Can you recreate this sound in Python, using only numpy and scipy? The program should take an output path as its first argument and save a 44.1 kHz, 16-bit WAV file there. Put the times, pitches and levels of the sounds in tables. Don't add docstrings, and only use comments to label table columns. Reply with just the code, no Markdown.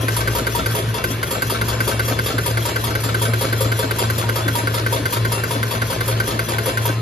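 import sys
import numpy as np
from scipy import signal
from scipy.fft import rfft, irfft, next_fast_len
from scipy.io import wavfile
from scipy.ndimage import uniform_filter1d

SR = 44100
rng = np.random.default_rng(int(sys.argv[2]) if len(sys.argv) > 2 else 0)


def persist_wave(psi):
    counts = np.round(np.clip(psi, -1, 1) * 32767).astype(np.int16)
    wavfile.write(sys.argv[1], SR, np.atleast_2d(counts).T)


N = 309141

# lag after the landing/s, depth/0-1
LANDINGS = [(0.164, -17, -20, -9, -12, -22, -13.5, 0.053, 0.38),
            (0.35, -16.5, -6, -9, -13, -27, -27.0, 0.049, 0.67),
            (0.549, -17.5, -14, -6, -11, -26.0, -15, 0.046, 0.8),
            (0.749, -18.5, -9, -4.5, -11.5, -11, -11, 0.046, 0.7),
            (0.941, -17.5, -8, -11, -17, -27, -19, 0.063, 0.75),
            (1.307, -17, -9, -8, -11.5, -25.0, -10, -0.041, 1),
            (1.497, -15.5, -30.0, -13, -13, -24.0, -26.0, 0.008, 0.66),
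            (1.682, -15.5, -22, -11.5, -16, -28.0, -26.0, 0.011, 0.2),
            (1.875, -15, -6, -7, -13, -9, -25, 0.029, 0.7),
            (2.078, -16, -6.5, -16, -13.5, -24.0, -11, 0.048, 0.37),
            (2.258, -13.5, -15, -24, -19.5, -21, -14, 0.042, 0.73),
            (2.459, -17.5, -7, -11, -11, -26.0, -23, -0.000098, 0.47),
            (2.652, -16, -7, -7, -12.5, -23.0, -26.0, 0.031, 0.5),
            (2.838, -17, -34, -11, -13, -29.0, -19, 0.045, 0.16),
            (3.034, -17.5, -31, -12, -12.5, -29.0, -24, 0.021, 0.14),
            (3.216, -16.5, -6, -6.5, -12, -7, -26.0, 0.0039, 0.34),
            (3.41, -15.5, -7, -5.5, -12, -19.0, -22.0, 0.025, 0.59),
            (3.605, -16.5, -3.5, -8, -12, -21.0, -16, -0.0059, 0.37),
            (3.789, -16.5, -3.5, -10, -12.5, -22.0, -28, 0.049, 0.68),
            (3.985, -15.0, -16, -10, -13, -16, -34.0, -0.0024, 0.7),
            (4.179, -15.5, -11, -12, -12.5, -21, -26.0, 0.018, 0.39),
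            (4.357, -15, -9.5, -11, -15.5, -19, -18, 0.035, 0.53),
            (4.552, -16.5, -12, -6.5, -15, -9, -19, 0.038, 0.53),
            (4.74, -16.5, -11.5, -9, -14, -21.0, -8.5, 0.045, 0.35),
            (4.924, -16, -4, -7, -13, -38, -16, 0.064, 0.52),
            (5.124, -16, -15, -9, -11.5, -24.0, -18, 0.0029, 0.7),
            (5.318, -16.5, -6, -3.5, -12, -11, -19.0, 0.03, 0.46),
            (5.506, -17, -8, -8, -14.5, -12, -23.0, -0.0067, 0.7),
            (5.709, -16.5, -18, -9, -17, -22.0, -12, 0.036, 0.48),
            (5.9, -16.5, -6, -6.5, -15, -27.0, -25, 0.048, 0.83),
            (6.078, -17, -3, -12, -12.5, -23.0, -17, -0.022, 0.58),
            (6.272, -16, -11, -18, -14.5, -26, -14, 0.016, 0.78),
            (6.484, -17.5, -10.0, -9.5, -14.5, -19, -19, 0.0052, 0.44),
            (6.658, -17.5, -3, -7, -13.5, -10, -15, 0.033, 0.75),
            (6.853, -17.5, -9, -5, -11, -17, -25, 0.02, 0.1)]
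# t/s, level/dB, treble over the level/dB
BOUNCES = [(0.206, -12.5, -17), (0.383, -14.5, -10), (0.5894, -13.5, -21), (0.698, -23, -22),
           (0.787, -19, -9), (0.886, -22, -13), (0.9795, -17, -20), (1.108, -22, -9), (1.135, -23, -20),
           (1.259, -30, -18), (1.3488, -14, -22), (1.545, -12, -24), (1.7278, -15, -21),
           (1.913, -13.5, -15), (2.116, -16.5, -21), (2.2995, -15.5, -16), (2.499, -22, -4),
           (2.6896, -14, -19), (2.8772, -22, -11), (2.905, -17.5, -16), (2.99, -29, -18),
           (3.0877, -15, -18), (3.252, -13, -16), (3.4459, -16, -23), (3.6479, -16.5, -20),
           (3.8267, -14.5, -16), (4.0324, -16, -21), (4.2216, -21, -23), (4.3984, -16.5, -29),
           (4.455, -23, -20), (4.5859, -14.5, -14), (4.7772, -15, -17), (4.9621, -14.5, -26),
           (5.162, -15, -17), (5.3794, -19, -23), (5.549, -17.5, -16), (5.749, -15.5, -18),
           (5.9277, -15.5, -12), (6.114, -16.5, -20), (6.3175, -16, -21), (6.5135, -23, -18),
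           (6.533, -16, -20), (6.692, -15.5, -19), (6.8884, -14.5, -24)]
# f/Hz; level/dB, t60/s
CHUTE_HZ = [952, 1152, 1200, 1276, 1475, 1669, 2137, 2304, 2670, 3101, 3235, 3370, 3456, 3704, 4296, 4608,
            4716, 5076, 5383, 6110, 6885]
CHUTE = [(-0.5, 0.33), (-8, 0.15), (-9, 0.14), (-9, 0.39), (-5, 0.086), (-10.5, 0.16), (-15.5, 0.17),
         (-16, 0.059), (-10, 0.11), (-25, 0.11), (-9, 0.19), (-8, 0.12), (-12, 0.25), (-12.5, 0.2),
         (-15, 0.23), (-10.5, 0.12), (-9, 0.097), (-11, 0.084), (-7.5, 0.12), (-28, 0.12), (-17, 0.27)]
# f/Hz; level/dB, t60/s
KNOCK_HZ = [400, 430, 505, 533, 580, 645]
KNOCK = [(-8, 0.12), (-1.5, 0.21), (0, 0.14), (3, 0.16), (-4, 0.13), (-12, 0.065)]
# f/Hz; level/dB, t60/s
COIN_HZ = [7375, 7978, 8323, 8570, 9189, 10368, 10874, 12721, 13081, 14309, 10481, 11256]
COIN = [(-14.5, 0.58), (-16, 0.48), (-19, .1), (-12, 0.39), (2, 0.1), (-16, .12), (-6, 0.099), (-12, 0.083),
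        (-2, .08), (-6, .1), (-4.5, 0.41), (-4, 0.32)]
# f/Hz; level/dB, t60/s
BRIGHT_HZ = [9872, 11864, 13339]
BRIGHT = [(-5.5, 0.29), (-4.5, 0.19), (-2, .07)]
# f/Hz, density/dB per Hz
FIZZ = [(5000, -11.5), (7500, -2), (9000, -3), (13000, -1), (14000, -8), (15800, -15)]


def amp(db):
    return 10 ** (np.asarray(db) / 20)


def evened(x):
    return x / np.sqrt(np.mean(x ** 2) + 1e-20)


def read(points, hz, order=1):
    rows = np.array(points)
    return np.interp(np.log(hz + 1), np.log(rows[:, 0] + 1), rows[:, order])


def played(rows, order):
    rows = np.array(rows)
    return np.interp(np.arange(N) / SR, rows[:, 0], rows[:, order])


def coloured(x, points):
    size = next_fast_len(N)
    gain = evened(amp(read(points, np.fft.rfftfreq(size, 1 / SR))))
    return irfft(rfft(x, size) * gain, size)[:N]


def rung(x, pitches, modes):
    longest = min(max(t60 for db, t60 in modes), 1)
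    t = np.arange(int(SR * longest)) / SR
    ring = np.zeros(len(t))
    for hz, (db, t60) in zip(pitches, modes):
        ring += amp(db - 60 * t / max(t60, .01)) * np.sin(2 * np.pi * hz * t)
    return signal.oaconvolve(x, ring)[:N]


def shape(times, db, rise, t60):
    marks, t = np.zeros(N), np.arange(int(SR * t60) + 1) / SR
    marks[np.round(np.asarray(times) * SR).astype(int)] = amp(db)
    return signal.oaconvolve(marks, (1 - np.exp(-t / rise)) * amp(-60 * t / t60))[:N]


def taps(times, db, spread, rough):
    scuff = shape(times, db, spread / 4, 7 * spread) * rng.standard_normal(N)
    out = rough * scuff / np.sqrt(spread * SR / 4)
    out[np.round(np.asarray(times) * SR).astype(int)] += amp(db)
    return out


def grit(per_s, uneven_db):
    ticks = (rng.random(N) < per_s / SR) * amp(uneven_db * np.minimum(rng.exponential(1, N), 4))
    power = signal.oaconvolve(ticks ** 2, np.exp(-np.arange(400) / 43.0))[:N]
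    return evened(np.sqrt(abs(power)) * rng.standard_normal(N))


def burst(times, db, treble_db, t60, grain):
    # f/Hz, density/dB per Hz
    crack = [(200, -13), (500, -3), (1500, 5.5), (3000, 1.5), (6000, -8), (7000, -18), (16000, -45)]
    rise = .0005
    noise = np.sqrt(grain) * grit(per_s=450, uneven_db=1.5) + np.sqrt(1 - grain) * rng.standard_normal(N)
    body = coloured(shape(times, db, rise, t60) * noise, crack)
    return body + coloured(shape(times, db + treble_db, rise, t60) * noise, FIZZ)


def struck(times, db, pitches, modes, rise, uneven_db, loose):
    (level_db, t60), t = np.transpose(modes), np.arange(SR // 3) / SR
    decay = amp(-60 * t / np.maximum(t60, .01)[:, None])
    ring = np.exp(2j * np.pi * np.outer(pitches, t)) * decay
    spot = rng.standard_normal((len(times), 2, len(modes)))
    size = amp(db[:, None] + level_db + uneven_db * spot[:, 0]) * np.exp(1j * loose * spot[:, 1])
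    blows = (size @ ring).imag * (1 - np.exp(-t / max(rise, 1e-4)))
    out = np.zeros(N + SR)
    for s, sound in zip(times, blows):
        out[round(s * SR):][:len(t)] += sound
    return out[:N]


def muted(x):
    airborne_s, damping_s, floor_db = 0.052, 0.011, -14.
    marks, t = np.zeros(N), np.arange(SR // 6) / SR
    marks[np.round(np.transpose(LANDINGS)[0] * SR).astype(int)] = 1
    free = signal.oaconvolve(marks, 1 / (1 + np.exp((t - airborne_s) / damping_s)))[:N]
    return x * np.clip(free, amp(floor_db), 1)


def engine():
    # t/s, level/dB
    loudness = [(0, -46), (.16, -30), (.55, -33), (1.2, -47), (1.64, -31), (2.6, -39), (3.8, -47),
                (4.1, -33), (4.4, -58)]
    idle_hz, climb_from_s, climb_hz_per_s = 58, 0.82, 8.6
    t = np.arange(N) / SR
    fade = np.clip((loudness[-1][0] - t) / .2 + 1, 0, 1)
    hz = idle_hz + climb_hz_per_s * np.maximum(t - climb_from_s, 0)
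    return np.sqrt(2) * fade * amp(played(loudness, order=1)) * np.sin(2 * np.pi * np.cumsum(hz) / SR)


def humming():
    # t/s, level/dB
    hum = [(0.0, -21.5), (0.51, -23.0), (0.84, -18.5), (1.35, -30), (1.46, -23.5), (2.2, -21), (2.64, -20),
           (2.79, -25), (3.32, -19), (3.72, -19.5), (4.31, -21), (4.48, -20.5), (5.14, -22), (5.22, -18.5),
           (5.9, -24.0), (6.0, -16.5), (6.41, -23), (7.01, -20)]
    # t/s, f/Hz
    hum_pitch = [(0, 112.7), (1, 112.1), (1.8, 113.5), (3.4, 112.1), (7.01, 112.8)]
    # t/s, level/dB
    undertone = [(0, -45), (.15, -48), (1., -40), (1.6, -49), (2.6, -42), (3.2, -44), (3.9, -42),
                 (4.2, -56), (5.1, -41), (5.33, -38), (5.5, -50), (6.3, -39), (7.01, -55)]
    # multiple of the hum's pitch/1, level/dB, width/Hz
    overtones = [(1.5, -40.5, 10.4), (2, -41.5, 3.4)]
    dip_s, slip_turns = 0.058, 0.27
    s, lag, depth = np.transpose(LANDINGS)[[0, -2, -1], :, None]
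    t = np.arange(0, N + 64, 64) / SR
    near, depth = (t - s - lag) / dip_s, np.clip(depth, 0, .97)
    left = np.prod(1 - depth * np.exp(-near ** 2), axis=0)
    way = rng.choice([-1, 1], s.shape)
    slip = np.sum(slip_turns * depth ** 2 * way * np.tanh(2 * near), axis=0)
    left, slip = (np.interp(np.arange(N) / SR, t, v) for v in (left, slip))
    phase = 2 * np.pi * np.cumsum(played(hum_pitch, order=1)) / SR
    out = np.sqrt(2) * amp(played(hum, order=1)) * left * np.sin(phase + np.pi * slip)
    out += np.sqrt(2) * amp(played(undertone, order=1)) * np.sin(.485 * phase)
    for multiple, db, width in overtones:
        r = np.exp(-np.pi * width / SR)
        noise = rng.standard_normal(N) + 1j * rng.standard_normal(N)
        fuzz = signal.lfilter([1 - r], [1, -r], noise)
        out += amp(db) * evened((fuzz * np.exp(1j * multiple * phase)).real)
    return out


def hopper(contacts):
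    # t/s, level/dB
    stirring = [(0, -27), (.66, -28.5), (.76, -27), (.94, -31), (1.2, -29), (6.8, -28.5), (7.01, -32)]
    # f/Hz, density/dB per Hz
    whirr = [(30, -55), (55, -1), (120, 5.5), (190, -10.5), (400, -1.5), (650, -7.5), (800, -14.5),
             (1500, -7), (2000, -13.5), (4000, -18), (6500, -26.5), (10000, -26), (13500, -32.5),
             (15500, -52)]
    # f/Hz; level/dB, t60/s
    plate_hz = [672, 3461, 4295, 4931, 5259, 5851, 6255, 7375]
    plates = [(-7.5, 0.69), (-10.5, 0.73), (-19, 0.77), (-8.5, 0.21), (-17, .8), (-30, 0.56), (-15, 0.38),
              (-13, 0.18)]
    noise = 0.34 * grit(per_s=800, uneven_db=4.0) + 0.76 * rng.standard_normal(N)
    stir = amp(played(stirring, order=1)) * noise
    return amp(2.5) * coloured(stir, whirr) + amp(-41.5) * rung(stir + 2.05 * contacts, plate_hz, plates)


def bumps():
    # f/Hz; level/dB, t60/s
    wall_hz = [165, 230, 277, 345, 400]
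    walls = [(-0.5, 0.079), (3.5, 0.098), (-1, 0.2), (-0.5, 0.24), (-5, 0.05)]
    sizes = amp(2.0 * np.minimum(rng.exponential(1, N), 3)) * rng.standard_normal(N)
    blows = (rng.random(N) < 45. / SR) * sizes
    return amp(-38.0) * evened(rung(uniform_filter1d(blows, 30), wall_hz, walls))


def singing():
    loud_hz = [1039, 2712, 4085]
    # t/s, then level/dB of each plate
    swells = [(0.0, -36, -45, -56), (0.23, -53, -51, -49), (0.72, -49, -58, -61), (0.76, -44, -49, -51),
              (0.9, -61, -58, -59), (0.98, -39, -35.5, -52), (1.29, -47, -57, -61), (1.35, -60, -46, -48),
              (1.81, -40, -46, -55), (1.93, -48, -40, -54), (2.52, -54, -47, -47), (2.62, -56, -55, -52),
              (2.68, -53, -39, -41), (2.93, -49, -51, -54), (3.47, -47, -52, -42), (3.92, -56, -52, -47),
              (4.02, -42, -44, -44), (4.51, -45, -52, -56), (4.61, -53, -44, -43), (4.72, -55, -57, -52),
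              (4.78, -42, -51, -42), (4.82, -56, -46, -52), (4.9, -51, -60, -53), (4.94, -49, -44, -56),
              (5.09, -48, -61, -55), (5.15, -46, -45, -46), (5.29, -41, -52, -48), (5.35, -54, -34, -45),
              (5.52, -42.5, -49, -52), (5.97, -43, -52, -53), (6.33, -51, -51, -46), (6.37, -47, -47, -49),
              (6.95, -41, -43, -48), (7.01, -47, -55, -45)]
    # level trim/dB, t60/s (only the trim is used)
    trims = [(0.5, 0.5), (-0.5, 0.5), (1, 0.54)]
    wander_hz = 1.5
    out, t = np.zeros(N), np.arange(N) / SR
    for k, (hz, (trim_db, _)) in enumerate(zip(loud_hz, trims)):
        drift = wander_hz * np.interp(t, np.linspace(0, N / SR, num=60), rng.standard_normal(60))
        level = amp(played(swells, order=k + 1) + trim_db)
        out += np.sqrt(2) * level * np.sin(2 * np.pi * np.cumsum(hz + drift) / SR)
    return out


def box():
    # t/s, level/dB, f/Hz where the note settles
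    thuds = [(0.033, -19, 258), (0.407, -18.5, 266), (0.433, -30, 300), (0.547, -28, 348),
             (0.792, -21, 370), (1.106, -20.5, 270), (1.495, -32, 371.4), (1.871, -20, 370),
             (1.944, -20.5, 285), (2.072, -35, 344), (2.113, -18.5, 268), (2.34, -21.5, 273),
             (2.484, -33, 232), (2.787, -25, 282), (2.908, -26, 296), (3.063, -26, 220.6),
             (3.091, -24, 234), (3.162, -28, 347), (3.291, -19.5, 230), (3.475, -25, 282), (3.66, -19, 273),
             (3.842, -17.5, 269), (4.289, -36, 369.4), (4.462, -23, 279), (4.493, -22, 267),
             (4.577, -28, 227), (4.637, -20.5, 280), (4.827, -22, 303), (5.0, -22, 292), (5.376, -23, 390),
             (5.557, -16.5, 280), (5.642, -35, 283.4), (5.746, -24, 230), (6.279, -20.5, 272),
             (6.355, -25, 286.7), (6.752, -30, 362), (6.895, -21.5, 282)]
    # f/Hz, density/dB per Hz
    thump = [(120, -23), (230, 7), (400, 2.5), (650, 4.5), (1500, -57), (4000, -50)]
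    out, t = np.zeros(N + SR), np.arange(SR // 4) / SR
    sag = 0.0015 * (1 - np.exp(-t / 0.0037))
    for s, db, hz in thuds:
        at = round((s - .002) * SR)
        envelope = amp(db + 6.5 - 60 * t / 0.086) * (1 - np.exp(-t / 0.0051)) ** 2
        out[at:at + len(t)] += envelope * np.sin(2 * np.pi * hz * (t + sag))
    s, db, hz = np.transpose(thuds)
    return out[:N] + coloured(shape(s - .003, db, 0.0014, 0.064) * rng.standard_normal(N), thump)


def rattle():
    s, db = np.transpose(LANDINGS)[:2]
    s2, db2 = np.transpose(BOUNCES)[:2]
    level = shape(s, db - 4.5, 0.025, 0.33) + shape(s2, db2 - 15.0, 0.0071, 0.06)
    return level * grit(per_s=200, uneven_db=2.0)


def sliding():
    # t/s, skid treble/dB, graze treble/dB
    grazes = [(0.005, -41, -31), (0.135, -32, -35), (0.324, -34.5, -33), (0.519, -34, -32),
              (0.708, -34, -30), (0.892, -43, -41), (1.07, -41, -41), (1.102, -39, -33), (1.266, -38, -33),
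              (1.466, -36, -31), (1.665, -33.5, -36), (1.841, -34, -31), (2.046, -35, -30),
              (2.238, -35, -29), (2.429, -36, -34), (2.621, -34, -32), (2.807, -36, -36), (3.0, -39, -32),
              (3.193, -37, -32), (3.383, -36, -30.5), (3.574, -38, -31), (3.766, -36, -33),
              (3.96, -38, -35), (4.152, -34.5, -41), (4.343, -38, -37), (4.527, -37, -32), (4.72, -41, -37),
              (4.907, -37.5, -31), (5.102, -39, -31), (5.296, -38, -39), (5.489, -36, -34),
              (5.678, -36, -36), (5.868, -37, -34), (6.055, -37, -32), (6.255, -37, -32), (6.435, -39, -33),
              (6.632, -39, -33), (6.818, -39, -31.5)]
    # f/Hz, density/dB per Hz
    slide = [(1000, -30), (2200, -3), (5000, 4.5), (7000, 5), (10000, -0.5), (13000, 4), (14200, -1),
             (15500, -21)]
    # f/Hz; level/dB, t60/s
    rail_hz = [3350, 5950, 10150, 12900]
    rail = [(-2, 0.095), (-5.5, 0.063), (-1.5, 0.039), (-11, 0.06)]
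    s, skid_db, graze_db = np.transpose(grazes)
    skid = shape(np.maximum(s - .036, 0), skid_db + 13.0, 0.058, 0.3) * grit(per_s=5400, uneven_db=2.5)
    graze = shape(s, graze_db - 1.0, 0.0016, 0.23) * grit(per_s=1200, uneven_db=-0.5)
    out = coloured(skid, slide) + amp(-29.5) * rung(skid + 2.5 * graze, rail_hz, rail)
    return out + coloured(graze, FIZZ) + amp(-34.0) * rung(graze, COIN_HZ + BRIGHT_HZ, COIN + BRIGHT)


def tumbling(contacts):
    # f/Hz; level/dB, t60/s
    tray_hz = [641, 775, 883, 1093, 1351, 1545, 1814, 2272, 2702, 3747, 7983]
    tray = [(0, 0.19), (-17, 0.16), (-9, 0.11), (-6, 0.093), (7, 0.087), (5, 0.12), (-12, 0.042),
            (-8, 0.44), (-12, 0.11), (-7, 0.1), (-45, 0.13)]
    # f/Hz, density/dB per Hz
    rattle_colour = [(150, 2), (300, 2.5), (600, 9.5), (800, 4.5), (1500, -3.5), (3000, -5), (6500, -7),
                     (9000, -25), (15500, -38)]
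    s, db, treble_db = np.transpose(BOUNCES)
    out = rung(amp(-38.5) * contacts, CHUTE_HZ + KNOCK_HZ, CHUTE + KNOCK)
    out += struck(s, db - 12.0, tray_hz, tray, 0.0044, uneven_db=2.2, loose=3.6)
    out += burst(s, db - 13.5, treble_db + 10.0, 0.14, grain=0.53)
    out += coloured(contacts, rattle_colour)
    return out + amp(-48.0) * rung(contacts, COIN_HZ + BRIGHT_HZ, COIN + BRIGHT)


def landings():
    coin_spots = [(0, -4, 0.0), (-5.0, -3.0, -5.0), (-1.0, 11, -1), (-2, -1.0, 5.0), (3.0, -3, -13.0),
                  (-3.0, 3.0, 1.0), (7, 2, -4.0), (3, -0.0, -1.0), (-5, 0.0, 5), (-8.0, 6, 2),
                  (-2, -3.0, 1.0), (-9.0, -6.0, -3.0), (7, -18, 2.0), (-4.0, -5.0, -3.0), (-7.0, -2.0, 0.0),
                  (3, 8, -5.0), (8, -1.0, 6), (-1.0, 10, 1.0), (-7.0, -5.0, 5.0), (-6, 1, 8.0),
                  (7, -3.0, 6.0), (-5, -3.0, 9), (-9, 0, 4.0), (0.0, 3, -2.0), (1, -2, 3.0),
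                  (0.0, 6.0, 5.0), (11, 1.0, -3.0), (5, -1.0, -4.0), (3, 5, -8.0), (5.0, -4.0, -1.0),
                  (4.0, 1.0, 4.0), (6, -2.0, -3.0), (8, -0.0, -12.0), (3, 4.0, -2.0), (2, 1.0, 2.0)]
    s, db, knock_db, wall_db, treble_db, lower_db, upper_db = np.transpose(LANDINGS)[:7]
    held = rung(taps(s, db + wall_db + 2.5, 0.002, rough=0.43), CHUTE_HZ[:1], CHUTE[:1])
    out = struck(s, db - 5.0, CHUTE_HZ[1:], CHUTE[1:], 0.0052, uneven_db=1.5, loose=2.64)
    out += struck(s, db + knock_db - 1.0, KNOCK_HZ, KNOCK, 0.006, uneven_db=2.5, loose=2.9)
    out += struck(s, db + treble_db + 4.5, COIN_HZ[:-2], COIN[:-2], 0.0041, uneven_db=3.5, loose=3.6)
    out += rung(taps(s + .004, db + lower_db + 0.5, 0.0024, rough=0.29), COIN_HZ[-2:-1], COIN[-2:-1])
    held += struck(s + .003, db + upper_db + 5.0, COIN_HZ[-1:], COIN[-1:], .007, uneven_db=2.5, loose=3.5)
    for hz, mode, over_db in zip(BRIGHT_HZ, BRIGHT, np.transpose(coin_spots)):
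        held += struck(s, db - 13.5 + over_db, [hz], [mode], 0.007, uneven_db=0.5, loose=3.8)
    return out + muted(held) + burst(s, db - 20.0, treble_db + 21.5, 0.21, grain=0.64)


def ejector():
    # t/s, level/dB, treble over the level/dB
    snaps = [(0.0833, -13.5, -2.5), (0.2754, -13.5, -2), (0.4681, -13.5, -2), (0.66, -13.5, -2),
             (1.041, -14, 0), (1.23, -13.5, -4), (1.4213, -13.5, 0.5), (1.6136, -13.5, -6),
             (1.8047, -13, -6), (1.9946, -12, -7), (2.1901, -13.5, -13), (2.382, -13.5, -10),
             (2.5726, -14, -8), (2.7605, -14, -7), (2.9525, -14, -5), (3.1442, -14, -7),
             (3.3358, -14.5, -6), (3.5275, -14.5, -5), (3.7188, -14.5, -7), (3.9099, -14.5, -3),
             (4.1004, -15.5, 0), (4.291, -14.5, -4), (4.4806, -14.5, -3), (4.6723, -13.5, -18),
             (4.8631, -14.5, -13), (5.0562, -14, -3), (5.2499, -15.5, -5), (5.4371, -17, -1),
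             (5.6296, -15.5, -3.5), (5.8184, -14.5, -7), (6.0077, -15, -5), (6.2007, -14, -5),
             (6.3926, -12.5, -6.5), (6.584, -15, -5), (6.7735, -16, -3)]
    # f/Hz; level/dB, t60/s
    ejector_hz = [382, 501, 921, 1150, 1410, 1535, 1949, 2089, 2299, 2950, 3467, 3790, 4619, 5609, 8775,
                  9243, 9808, 11262, 12495, 14061]
    modes = [(-8, 0.06), (-3, 0.07), (-13.5, 0.078), (-7.5, 0.051), (2.5, 0.053), (9.5, 0.065),
             (-11, 0.078), (-2, 0.059), (-10, 0.082), (-14, .03), (-11, 0.03), (-16, 0.05), (-5, .04),
             (-29, .05), (0, .03), (-2, 0.033), (-5.5, 0.029), (-9, 0.039), (-12, .04), (-10, .04)]
    # t after the snap/s, level over the snap/dB
    thumps = [(.003, -10.5), (.017, -15), (.031, -17)]
    # f/Hz; level/dB, t60/s
    thump_hz = [277, 345, 430, 530]
    thump_modes = [(-2.7, 0.051), (0.34, 0.071), (0.33, 0.058), (-2, 0.056)]
    s, db, treble_db = np.transpose(snaps)
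    ring = struck(s - .001, db - 4.5, ejector_hz, modes, 0.0018, uneven_db=1.0, loose=0.8)
    ring += rung(taps(s + .0098, db - 19.5, 0.0018, rough=0.2), ejector_hz, modes)
    for after, thump_db in thumps:
        ring += struck(s + after, db + thump_db, thump_hz, thump_modes, .002, uneven_db=1.0, loose=0.36)
    crack_s = np.r_[s - .001, s + .005, s + .0105]
    crack_db = np.r_[db - 8., db - 11., db - 19.]
    return ring + burst(crack_s, crack_db, np.tile(treble_db, 3) + 1.0, 0.027, grain=.1)


def cabinet(x):
    t = np.arange(SR // 3) / SR
    tail = rng.standard_normal(len(t)) * amp(-60 * t / 0.21) * (1 - np.exp(-t / 0.0028))
    return amp(-12.0) * signal.oaconvolve(x, tail / np.linalg.norm(tail))[:N]


def ports(fixed, x):
    # f/Hz, lead of the left/rad, likeness/0-1 (before the power below), left over right/dB
    image = [(40, 0, .97, 2), (100, 0, .99, 1), (200, -.1, .97, 1.5), (400, -.3, .88, 3), (600, 0, .6, 2),
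             (950, 1.7, .75, 2), (1120, 0, .2, 3), (1300, -2.2, .7, 0), (1620, -2.1, .75, -1),
             (1780, .1, .83, 2), (2500, .3, .75, 2), (3400, 1.1, .6, 4), (4500, .4, .55, 6),
             (5000, 0, .25, 4), (5600, -1.8, .25, 4), (6200, -1, .45, 2), (7450, -2.1, .7, 1),
             (7700, -3.14, .995, 0), (8800, -3.14, .995, 0), (9500, -3.8, .7, 0), (9800, -5.2, .55, 0),
             (10800, -6.28, .93, 0), (12000, -6.28, .99, 0), (13000, -6.3, .95, 0), (13650, -6.5, .8, 0),
             (13900, -8.3, .45, 0), (14500, -8.9, .85, 0), (15100, -9.42, .995, 0)]
    hz, t, z = signal.stft(x, SR, nperseg=512, noverlap=384)
    paths = rng.standard_normal((len(t), len(hz), 2)).T
    paths = uniform_filter1d(uniform_filter1d(paths, size=3, axis=1), size=12, axis=2)
    paths = paths[0] + 1j * paths[1]
    scattered = signal.istft(z * paths / abs(paths), SR, nperseg=512, noverlap=384)[1][:N]
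    size = next_fast_len(N + 4096)
    lead, same, left_db = (read(image, np.fft.rfftfreq(size, 1 / SR), order=k) for k in (1, 2, 3))
    same, sides = same ** 1.2, np.array([[1], [-1]])
    loose = np.sqrt((1 + same) / 2) * rfft(x, size)
    loose = loose + sides * np.sqrt((1 - same) / 2) * rfft(1.4 * scattered, size)
    pan = np.exp(.5j * sides * lead) * amp(sides * left_db / 2)
    return irfft((rfft(fixed, size) + loose) * pan, size)[:, :N]


def scene():
    contacts, snaps, drops = rattle(), ejector(), landings()
    fixed = snaps + 0.77 * drops + box() + singing() + humming() + engine()
    loose = 0.39 * drops + tumbling(contacts) + sliding() + hopper(contacts) + bumps()
    return ports(fixed, loose + cabinet(snaps + drops))


def record(dry):
    thinned = signal.sosfilt(signal.butter(4, 46., "highpass", fs=SR, output="sos"), dry)
    low_pass = signal.firwin(511, 15800, window=("kaiser", 9), fs=SR)
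    return signal.oaconvolve(thinned, low_pass[None], "same")


dry = scene()
out = record(dry)
persist_wave(out)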